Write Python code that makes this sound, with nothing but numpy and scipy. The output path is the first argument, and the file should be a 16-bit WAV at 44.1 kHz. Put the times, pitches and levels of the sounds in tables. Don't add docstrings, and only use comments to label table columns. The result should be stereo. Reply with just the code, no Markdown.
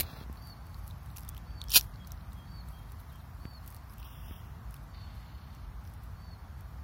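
import sys
import numpy as np
from scipy import signal
from scipy.fft import rfft, irfft, next_fast_len
from scipy.io import wavfile
from scipy.ndimage import uniform_filter1d

SR = 44100
rng = np.random.default_rng(int(sys.argv[2]) if len(sys.argv) > 2 else 0)


def dump_mix(stems):
    frames = np.atleast_2d(stems).T
    limited = np.clip(frames, -1, 1)
    pcm = np.round(limited * 32767).astype(np.int16)
    wavfile.write(sys.argv[1], SR, pcm)


def boost(x):
    u = np.asarray(x, float) / 20
    return 10 ** u


N = 301321
STEP = 16

# (peak time [s], peak level [dB], rise [s], fall [s])
STRIKE_BURSTS = [(1.709, -38, 0.0039, 0.0026), (1.7185, -34, 0.003, 0.0064), (1.7245, -36, .001, 0.0041),
                 (1.7305, -34, 0.0014, 0.0026), (1.7355, -28, 0.0028, .002), (1.7405, -25, 0.0031, 0.003),
                 (1.7465, -20.5, .0015, 0.0048), (1.7535, -17, .002, .003), (1.7595, -9.5, 0.0028, 0.0045),
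                 (1.767, -6.5, 0.003, .003), (1.773, -12, 0.002, .005), (1.782, -22, .004, 0.0072),
                 (1.797, -33, .006, .003), (1.805, -44, .004, .004), (1.83, -55.5, .03, .02)]
# (peak time [s], peak level [dB], rise [s], fall [s])
EARLIER_BURSTS = [
    (.001, -17, 0.0035, 0.00074),
    (.006, -20.5, 0.0018, 0.0054),
    (.013, -37, 0.0015, 0.0034),
    (.018, -35.5, 0.012, 0.0074),
    (.032, -44, 0.0019, 0.0051),
]
# (frequency [Hz], left level [dB], right level [dB])
WHEEL_COLOUR = [(300, -28, -28), (700, -24, -21), (1200, -20, -16), (1750, -13, -11), (2150, -12, -10),
                (2550, -11, -5), (3300, -10, -8), (4300, -4.5, -4), (5200, -9, -12), (6400, -2, -3),
                (7700, -17, -16), (9000, -25, -6), (10800, -28, -4.5), (12400, -16, -3.5), (13500, -13, 3),
                (15400, -7, -3.5)]
# (frequency [Hz], left level [dB], right level [dB])
WHEEL_AWAY_COLOUR = [(298, -17, -11), (1280, -27, -22.5), (2320, -11, -3.5), (3300, -21, -9),
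                     (4030, -3, -3), (5200, -22.5, -20), (6500, -9.5, -23.5), (8300, -15.5, -9),
                     (10800, -26, -9), (13800, -16, 2), (15300, -24, -6.5)]
# (frequency [Hz], lag [samples])
BODY_DETOUR = [(1000, 8.5), (1800, 8.8), (2150, 10.25), (2500, 11.6), (3200, 11.), (4400, 10.), (5700, 9.2),
               (6200, 10.7), (6700, 12.2), (7600, 11.7), (15000, 11.)]
# (frequency [Hz], width [Hz], level [dB])
HOOD_MODES = [(5700, 700, -17), (11300, 900, -15), (13400, 900, -14)]
# (time [s], frequency [Hz], level [dB])
BODY_GLIDE = [
    (0, 2500, 6),
    (.05, 2500, 6),
    (1.72, 3050, 16),
    (1.745, 3000, 13),
    (1.755, 2550, 15),
    (1.766, 2500, 16),
    (1.772, 3300, 2),
    (1.8, 3400, 3),
]
# (peak time [s], peak level [dB], rise [s], fall [s])
SKIN_STROKES = [(0.48, -54, 0.33, 0.15), (0.905, -51.5, 0.37, 0.017), (1.166, -41.5, 0.019, 0.1),
                (1.29, -38, 0.0079, 0.0047), (1.38, -60, 0.0709, 0.0156), (1.82, -53, .15, 0.25),
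                (2.071, -48, 0.0071, 0.017), (2.121, -39.5, 0.0041, 0.01), (2.69, -59, 0.01564, 0.99),
                (3.94, -53, 0.18, 0.00896), (4.76, -52, 0.1, 0.044), (4.84, -55, 0.03, .03),
                (5.15, -63, .08, 0.63), (5.55, -58, .015, 0.0078), (5.839, -56, .018, 0.14),
                (6.03, -64, .03, 0.4), (6.7, -68.5, 0.36, 0.26)]
# (start time [s], end time [s], level [dB])
TIGHT_GRIPS = [
    (0.324, 0.41, -72),
    (0.92, 1.14, -65),
    (2.13, 2.697, -66.5),
    (2.952, 3.652, -64),
    (3.663, 3.772, -55),
]
# (time [s], peak level [dB], body
# ring level [dB], body ring frequency [Hz])
FINGER_SLIPS = [(0.3272, -51.5, -8.5, 2720), (0.336, -68, -20, 5000), (0.372, -61, -8, 4200),
                (0.378, -61, -7, 3000), (0.4244, -56, -9, 5600), (0.4723, -50.5, -11, 4400),
                (0.4978, -52.5, -7, 2800), (0.668, -53, -17, 2500), (0.744, -54.5, -7, 4300),
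                (0.8775, -44.5, -16.5, 5850), (0.9014, -65, 0.5, 3730), (0.909, -57, -4, 3780),
                (1.06, -54, -14, 3060), (1.1024, -60, -3.5, 4071), (1.114, -62, -24, 5000),
                (1.162, -51, -4, 2584), (1.1674, -46, -4.5, 6500), (1.171, -39, -13.5, 5910),
                (1.1826, -39, -10, 2680), (1.1944, -52, -20, 4270), (1.2064, -49, -15, 2500),
                (1.2332, -54.5, -9, 5700), (1.2487, -53, -15, 3480), (1.29, -37.5, -19, 5840),
                (1.2967, -51, -10.5, 3180), (1.347, -54, -6.5, 3180), (1.3665, -52.5, -2.5, 2946),
                (1.378, -49, -8, 3400),
                (1.506, -67, 0, 3200), (1.6153, -48, 5.5, 3750), (1.6393, -47, -10, 3400),
               (1.684, -53, 0, 5500), (1.695, -50.5, 3, 5750), (1.7033, -34.5, -17, 3930),
               (1.7105, -57, -16, 5500), (1.7178, -34, 0, 5700), (1.723, -56, 13, 2960),
               (1.8098, -32.5, -8.5, 5900), (1.8285, -57, -25.5, 5640), (2.0724, -50, -7.5, 5900),
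               (2.1188, -47.5, -6, 5800), (2.3314, -56.5, -25, 4440), (2.6862, -55, -20, 5350),
               (2.9198, -49.5, -16, 2900), (3.1573, -54, -12, 3250), (3.897, -55.5, -13, 5260),
               (3.924, -56, -13, 2510), (3.9817, -45.5, -24, 2720), (3.9992, -58, -12, 2870),
               (4.0288, -58, 1, 2790), (4.7087, -56, -17, 5540), (4.7415, -50.5, -8.5, 2820),
               (4.7644, -64.5, 2, 3400), (5.5488, -54, -15, 5860), (5.851, -63.5, 0, 5500),
               (5.875, -58, -10.5, 5500), (5.9377, -54, -16, 3300), (6.6083, -56, -13.5, 3050)]
# (time [s], peak [dB], body ring [dB], body ring [Hz])
GRIP_CREAK = [
    (3.652, -61, -21, 2660),
    (3.6616, -55, -19, 3020),
    (3.676, -50, -14, 2570),
    (3.679, -50, -12, 3400),
    (3.703, -52, -26, 4520),
    (3.7242, -53, -8, 2420),
    (3.7457, -50, -19, 4250),
    (3.765, -52.5, -14, 4470),
    (3.773, -64, -10, 5200),
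]
# (time [s], peak [dB], body ring [dB], body ring
# [Hz])
FAINT_PECKS = [(1.279, -66, 6, 3500), (1.937, -72, 5, 3000), (1.941, -70, 5, 4300), (1.958, -68, 5, 4300),
               (2.047, -69, 5, 4250), (2.106, -68, 5, 4100), (2.175, -74, 5, 4000), (2.209, -75, 5, 4000),
               (2.247, -75, 5, 4000), (2.321, -72, 5, 4000), (3.511, -60, -20, 5000),
               (1.217, -57, -20, 5000), (1.281, -60, -25, 5000)]
# (start time [s], attack [s], hold [s], level [dB], sag over the hold [dB], release [s])
HISSES = [
    (0.014, 0.009, 0.213, -58.5, -2, 0.016),
    (3.946, 0.049, 0.36, -70, 1, 0.33),
]
# (frequency [Hz], left level [dB], right level [dB])
GAS_COLOUR = [(1189, -7.5, -4), (1770, -7, -10), (2720, -14, -3), (3300, -0.5, -9), (3950, -9, -6),
              (4900, -16, -14), (5570, -26, -18), (6500, -28, -23), (8000, -36, -26), (9938, -45, -19),
              (12500, -39, -16), (15100, -15, -16.5)]
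# (frequency [Hz], left level [dB], right level [dB])
FLAME_COLOUR = [(1250, -8, -9.5), (1900, -33, -33), (2760, -2, 3), (3400, -7, 4), (4300, -3.5, -5),
                (5800, -23, -4), (6500, -21, -35), (7560, -37, -22), (10240, -39, -8.5), (12400, -42, -5.5),
                (15200, -4, -3.5)]
# (time [s], snap level [dB], thud level [dB], thud frequency before a 0.8
# scaling [Hz])
CAMERA_NUDGES = [(0.082, -57, -72, 151), (0.099, -49, -52, 207), (0.1298, -49, -38, 153),
                 (0.162, -46.5, -48, 150), (0.182, -57, -37, 151), (0.2105, -50, -34.5, 180.9),
                 (0.26, -67, -37, 149), (0.2957, -60, -34.5, 230), (0.3552, -52, -53, 151),
                 (1.764, -64, -41, 240), (3.4516, -44, -29, 170), (4.308, -48, -36.5, 234)]
# (start time [s], length [s], top frequency [Hz], loudest level [dB], last drop [Hz])
ARCHED_WHISTLES = [
    (0.367, 0.179, 4615, -56, 340),
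    (1.445, 0.197, 4565, -58, 30),
    (2.449, 0.175, 4570, -58, 320),
    (3.395, 0.197, 4555, -56, 300),
    (4.875, 0.203, 4560, -63, 260),
    (6.153, 0.21, 4540, -61, 320),
]
# (time [s], level [dB], frequency [Hz], length [s])
LEVEL_PIPES = [
    (1.287, -64, 3400, 0.07),
    (1.647, -56, 3300, 0.19),
    (1.987, -59, 3300, 0.1),
    (2.347, -59.5, 3286, 0.13),
    (2.719, -61, 3250, 0.14),
    (3.106, -64.5, 3220, 0.12),
]
# (frequency [Hz], width [Hz], level [dB])
THROAT_MODES = [(2130, 450, -4.5), (2950, 420, -2.5), (3670, 480, -2), (4230, 460, 1)]
# (time [s], rumble level [dB])
GUSTS = [(0.0, -38.5), (0.21, -43.5), (1.25, -43.5), (1.71, -41.5), (2.04, -43.5), (2.97, -44),
         (3.29, -44.5), (4.45, -43), (4.7, -42.5), (5.08, -44.5), (6.73, -43.5), (6.83, -42)]
# (frequency [Hz], density [dB per Hz])
RUMBLE_COLOUR = [(24, -33), (40, 7), (70, 1.5), (133, -7.5), (206, -16.5), (231, -21.5), (289, -41.5),
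                 (335, -31.5), (500, -30), (650, -48.5), (1100, -120)]
# (frequency [Hz], density [dB per Hz])
HUSH_COLOUR = [(150, -20.5), (250, -6.5), (380, -21), (408, -25), (438, -26), (540, -17.5), (666, -10),
               (962, -8.5), (1130, -7.5), (1340, -11), (2800, -24.5), (5440, -27), (8270, -33.5),
               (15300, -29), (16400, -52)]
# (frequency [Hz], left-right correlation [-1 to 1])
LIKENESS = [(60, 0.86), (120, 0.93), (240, 0.88), (480, 0.47), (950, 0.01), (1890, 0.04), (3770, -0.04),
            (7520, 0.01), (15000, -0.05)]
# (frequency [Hz], left minus right level [dB])
BALANCE = [(60, -0.5), (150, 0.5), (380, 0.5), (950, 0.5), (2380, 0.0), (5980, 2.5), (15000, -5)]
# (frequency [Hz], threshold [dB])
DETAIL_FLOOR = [(500, -50), (1200, -26), (2000, -15), (3000, -12), (5500, -8.5), (7800, 2.5), (10000, -8),
                (15000, -7)]


def evened(x):
    return x / np.sqrt(np.mean(x ** 2) + 1e-20)


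def read(points, hz, column=1):
    table = np.transpose(points)
    return np.interp(np.log(hz + 1), np.log(table[0] + 1), table[column])


def along(rows, column):
    table = np.array(rows)
    return np.interp(np.arange(N) / SR, table[:, 0], table[:, column])


def add(mix, s, sound):
    part = mix[..., round(s * SR):][..., :sound.shape[-1]]
    part += sound[..., :part.shape[-1]]


def causal(db_of_hz):
    log_gain = np.log(boost(np.maximum(db_of_hz(abs(np.fft.fftfreq(2048, 1 / SR))), -100)))
    return np.fft.ifft(np.exp(np.conj(signal.hilbert(log_gain)))).real[:512]


def band(x, lo_hz, hi_hz):
    sos = signal.butter(2, [lo_hz, min(hi_hz, SR * .49)], "band", fs=SR, output="sos")
    return signal.sosfilt(sos, x)


def delayed(x, samples, gain=1):
    size = next_fast_len(len(x))
    turn = np.exp(-2j * np.pi * np.fft.rfftfreq(size) * samples)
    return irfft(rfft(x, size) * gain * turn, size)[:len(x)]


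def grit(per_s, spread_db):
    size = boost(spread_db * np.minimum(rng.exponential(1, N), 4)) * rng.choice([-1., 1.], N)
    return evened(size * (rng.random(N) < per_s / SR))


def hump(start, end, db, rise, fall, sag_db=0):
    t = np.arange(0, N, STEP) / SR
    held = db + sag_db * np.clip((t - start) / max(end - start, 1e-3), 0, 1)
    return held - 30 * (np.maximum(start - t, 0) / rise + np.maximum(t - end, 0) / fall)


def waver(size):
    return evened(uniform_filter1d(uniform_filter1d(rng.standard_normal(size), size=500), size=500))


def near(x, colour, lag, scatter):
    smear = rng.standard_normal(200) * np.exp(-np.arange(200) / 80.0)
    smeared = signal.oaconvolve(x, smear / np.linalg.norm(smear))[:N]
    left = x + scatter * band(smeared, 2900, 17000)
    hz = np.fft.rfftfreq(next_fast_len(N), 1 / SR)
    shading_db = read(colour, hz) - read(colour, hz, column=2)
    left = delayed(left, lag, boost(shading_db))
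    port = causal(lambda hz: read(colour, hz, column=2))
    return signal.oaconvolve(np.array([left, x]), port[None] / np.linalg.norm(port), axes=1)[:, :N]


def strike(rows, colour, lag, scatter):
    t = np.arange(N) / SR
    push = sum(boost(db) * np.exp(-((t - s) / np.where(t < s, rise, fall)) ** 2) for s, db, rise, fall in rows)
    chips = push * (grit(3000, 3.) + .6 * rng.standard_normal(N))
    u = np.arange(600) / SR
    hood = sum(boost(db) * evened(np.exp(-np.pi * width * u) * np.sin(2 * np.pi * hz * u))
               for hz, width, db in HOOD_MODES)
    ringing = signal.oaconvolve(chips, hood / np.sqrt(len(u)))[:N]
    return near(chips + hollow(chips) + ringing, colour, lag, scatter)


def hollow(x):
    width_hz = 250.
    turn = np.exp(2j * np.pi * np.cumsum(along(BODY_GLIDE, column=1)) / SR)
    r = np.exp(-np.pi * width_hz / SR)
    smooth = signal.lfilter([1 - r], [1, -r], x / turn + 1e-18)
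    return boost(along(BODY_GLIDE, column=2)) * (turn * smooth).real


def fingers():
    edge_s = .012
    strokes = [hump(s, s, db, rise, fall) for s, db, rise, fall in SKIN_STROKES]
    grips = [hump(*row, edge_s, edge_s) for row in TIGHT_GRIPS]
    drag_db = np.max(strokes + grips, axis=0).repeat(STEP)[:N]
    clumps = boost(4.2 * evened(uniform_filter1d(rng.standard_normal(N), size=500)))
    slips = evened(clumps * (.28 * grit(1500, 2.5) + rng.standard_normal(N))) * boost(drag_db)
    skin = band(slips, 9000, 17000) + boost(-5) * band(slips, 2500, 6500)
    return boost(np.array([[-6.], [4.]])) * np.array([delayed(skin, 7.5), skin])


def ticks():
    out, u = np.zeros((2, N)), np.arange(1200) / SR
    rows = FINGER_SLIPS + GRIP_CREAK + FAINT_PECKS
    peak_s = .0006
    shape = u / peak_s * np.exp(1 - u / peak_s)
    spike = 9. * signal.unit_impulse(len(u), round(peak_s * SR))
    noise = rng.standard_normal((len(rows), 2, len(u)))
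    for (s, db, body_db, hz), (a, b) in zip(rows, noise):
        pan_db = -10 + 5 * b[-1]
        a = a + spike
        scratch = shape * np.array([0.38 * a + 0.47 * b, a])
        body = 1.9 * band(scratch, 0.91 * hz, 1.1 * hz) + 0.59 * band(scratch, 1900, 9000)
        bright = band(band(scratch, 7600, 16000), 5000, 20000)
        tick = boost(np.array([[.5], [-.5]]) * pan_db) * bright + boost(body_db + 13.5) * body
        tick[0] = delayed(tick[0], 9.7)
        add(out, s + 0.00014, boost(db + 3.0) * tick)
    return out


def flare():
    gas_db, flame_db = (hump(s + attack, s + attack + hold, db, attack, release, sag_db).repeat(STEP)[:N]
                        for s, attack, hold, db, sag_db, release in HISSES)
    flutter = boost(2.0 * evened(uniform_filter1d(rng.standard_normal(N), size=600)))
    hiss = flutter * (rng.standard_normal(N) + 0.49 * grit(410, 3.1))
    gas = near(hiss * boost(gas_db + 10), GAS_COLOUR, lag=8.0, scatter=.3)
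    return gas + near(hiss * boost(flame_db + 17), FLAME_COLOUR, lag=5.1, scatter=.12)


def nudges():
    out, u = np.zeros(N), np.arange(2500) / SR
    for s, snap_db, thud_db, hz in CAMERA_NUDGES:
        thud = boost(thud_db + 8.5) * np.sin(2 * np.pi * 0.8 * hz * u) * np.exp(-u / 0.0017)
        snap = boost(snap_db + 15) * np.sin(2 * np.pi * 1900 * u) * np.exp(-u / .0002)
        add(out, s + 0.0024, -thud - snap)
    return out


def birds():
    high, low = np.zeros(N), np.zeros(N)
    for s, *call in ARCHED_WHISTLES:
        add(high, s, whistle(*call))
    pipes(low)
    chips(low)
    fading_db = 2.2 * np.clip(np.array([waver(N), waver(N)]), -2.5, 1) - 1
    high, low = boost(fading_db) * np.array([high, low])
    add(high, 4.938, rattle())
    return high, low


def whistle(length, top_hz, db, drop_hz):
    t = np.arange(0, length, 1 / SR)
    u = t / length
    crest, rise_hz, fall_hz = .36, 240, 250
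    rise = rise_hz * np.maximum(1 - u / crest, 0) ** 2
    fall = fall_hz * (np.maximum(u - crest, 0) / (1 - crest)) ** 2.
    hz = top_hz - rise - fall - drop_hz * u ** 16
    level_db = db + np.interp(u, [0, .8, 1], [-13, 0, -4])
    flutter = 1 + .5 * u * np.sin(2 * np.pi * 45 * t)
    tone = np.sin(2 * np.pi * np.cumsum(hz) / SR) * signal.windows.tukey(len(t), .1)
    return np.sqrt(2) * boost(level_db) * flutter * tone


def pipes(mix):
    wobble_hz = 25. * waver(N)
    for s, db, hz, length in LEVEL_PIPES:
        u = np.arange(0, length, 1 / SR)
        turns = np.cumsum(hz - 300 * u + wobble_hz[round(s * SR):][:len(u)]) / SR
        swell = np.sin(np.pi * (u / length) ** 0.68) ** 1.5
        add(mix, s, boost(db - 1.5) * np.sin(2 * np.pi * turns) * swell)


def chips(mix):
    u = np.arange(0, .036, 1 / SR)
    swell = np.sin(np.pi * (u / u[-1]) ** 2.2) ** 2
    chip = np.sin(2 * np.pi * (5000 - 11000 * u - 260000 * u ** 2) * u) * swell
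    for k, s in enumerate([2.315, *(2.471 + .1037 * np.arange(8))]):
        add(mix, s - .018, boost(-64 + .4 * k - 2) * chip)


def rattle():
    length_s, rate_hz, speedup = .72, 31, 5.
    t = np.arange(0, length_s, 1 / SR)
    turns = rate_hz * t + speedup * t ** 2 / 2
    puffs = (.9 + np.exp(-((turns % 1 - .3) / .22) ** 2)) * rng.standard_normal(len(t))
    voice = sum(boost(db) * band(puffs, hz - width / 2, hz + width / 2) for hz, width, db in THROAT_MODES)
    return boost(-62 - 10 * t / length_s) * evened(voice)


def trunks(x, pan_db, lag, wet_db, t60):
    u = np.arange(SR) / SR
    sparse = rng.standard_normal((2, SR)) * (rng.random((2, SR)) < .01)
    taps = sparse * boost(-60 * u / t60) * (u > .012)
    wet = signal.fftconvolve(x[None], taps / np.linalg.norm(taps[0]), axes=1)[:, :N]
    direct = boost(np.array([[.5], [-.5]]) * pan_db) * np.array([delayed(x, lag), x])
    return direct + boost(wet_db) * wet


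def wind():
    rumble = field(RUMBLE_COLOUR, size=4096, patchy_db=1.5)
    hush = field(HUSH_COLOUR, size=1024, patchy_db=.4)
    rumble /= band(rumble, 35, 130).std()
    hush /= band(hush, 500, 1600).std()
    gust_db = along(GUSTS, column=1)
    hush_db = -56 + .13 * (gust_db + 40.5) - .16 * np.arange(N) / SR
    return boost(gust_db) * rumble + boost(hush_db) * hush


def field(colour, size, patchy_db):
    hop = size // 4
    hz = np.fft.rfftfreq(size, 1 / SR)
    a, b, c, d, patches = rng.standard_normal((N // hop + 5, len(hz), 5)).T
    patches = evened(uniform_filter1d(uniform_filter1d(patches, size=10, axis=0), size=10, axis=1))
    same = np.clip(read(LIKENESS, hz), -1, 1)[:, None]
    left = a + 1j * b
    z = np.array([left, same * left + np.sqrt(1 - same ** 2) * (c + 1j * d)])
    lean_db = np.multiply.outer([.5, -.5], read(BALANCE, hz))[..., None]
    z *= boost(read(colour, hz)[:, None] + patchy_db * patches + lean_db)
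    return signal.istft(z, nperseg=size, noverlap=size - hop)[1][:, :N]


def scene():
    detour = read(BODY_DETOUR, np.fft.rfftfreq(next_fast_len(N), 1 / SR))
    wheel = strike(STRIKE_BURSTS, WHEEL_COLOUR, detour, scatter=.25)
    wheel = wheel + strike(EARLIER_BURSTS, WHEEL_AWAY_COLOUR, 7.76, scatter=0.34)
    high, low = birds()
    wood = trunks(high, 4., .4, wet_db=-7.5, t60=2.2) + trunks(low, -1., .3, wet_db=-6, t60=.6) + wind()
    return wheel + fingers() + ticks() + flare() + nudges() + wood


def lose_faint_detail(x):
    size, start = 1024, 1024 - 809
    n, k = np.arange(2 * size), np.arange(size)
    window = np.sin(np.pi * (n + .5) / (2 * size))
    basis = np.cos(np.pi / size * np.outer(n + (1 + size) / 2, k + .5)) * window[:, None]
    count = N // size + 3
    pair = np.pad(np.array([x[0] + x[1], x[0] - x[1]]) / 2, ((0, 0), (start + size, count * size - N)))
    halves = pair[:, :count * size].reshape(2, count, size)
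    frames = np.concatenate([halves[:, :-1], halves[:, 1:]], axis=2)
    terms = frames @ basis
    bursts = (np.diff(frames, 2)[..., :2040] ** 2).sum(0).reshape(count - 1, 8, -1).sum(2)
    steady = bursts.max(1) < 4 * np.median(bursts, axis=1)
    around = uniform_filter1d((terms ** 2).max(0), size=40, axis=1)
    hunger = uniform_filter1d(uniform_filter1d(rng.standard_normal(terms.shape), size=14, axis=2), size=3, axis=1)
    around = around * boost(2 * 8.5 * evened(hunger))
    floor = boost(2 * read(DETAIL_FLOOR, k * SR / (2 * size)))
    weak = terms ** 2 < around * floor * steady[:, None]
    bands = uniform_filter1d((terms ** 2).reshape(2, count - 1, -1, 16).sum(3), size=2, axis=1)
    drowned = bands < bands[::-1] * boost(2 * -6.5)
    weak |= np.repeat(drowned, 16, axis=2) & (k > 80) & steady[:, None]
    lost = (terms * weak) @ basis.T * 2 / size
    gone = np.zeros_like(halves)
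    gone[:, :-1] += lost[..., :size]
    gone[:, 1:] += lost[..., size:]
    mid, side = (halves - gone).reshape(2, -1)[:, start + size:][:, :N]
    return np.array([mid + side, mid - side])


def band_limit(x):
    return signal.sosfilt(signal.butter(12, 16520, fs=SR, output="sos"), x)


def record(dry):
    hz = np.fft.rfftfreq(next_fast_len(N), 1 / SR)
    colour = boost(np.interp(hz, [25, 50, 15900, 16020], [-40.0, 0.0, 0.5, -52.5]))
    shaped = np.array([delayed(port, 0, colour) for port in np.clip(dry, -1, 1)])
    mix = np.clip(lose_faint_detail(shaped), -1, 1)
    return band_limit(mix)


dry = scene()
out = record(dry)
dump_mix(out)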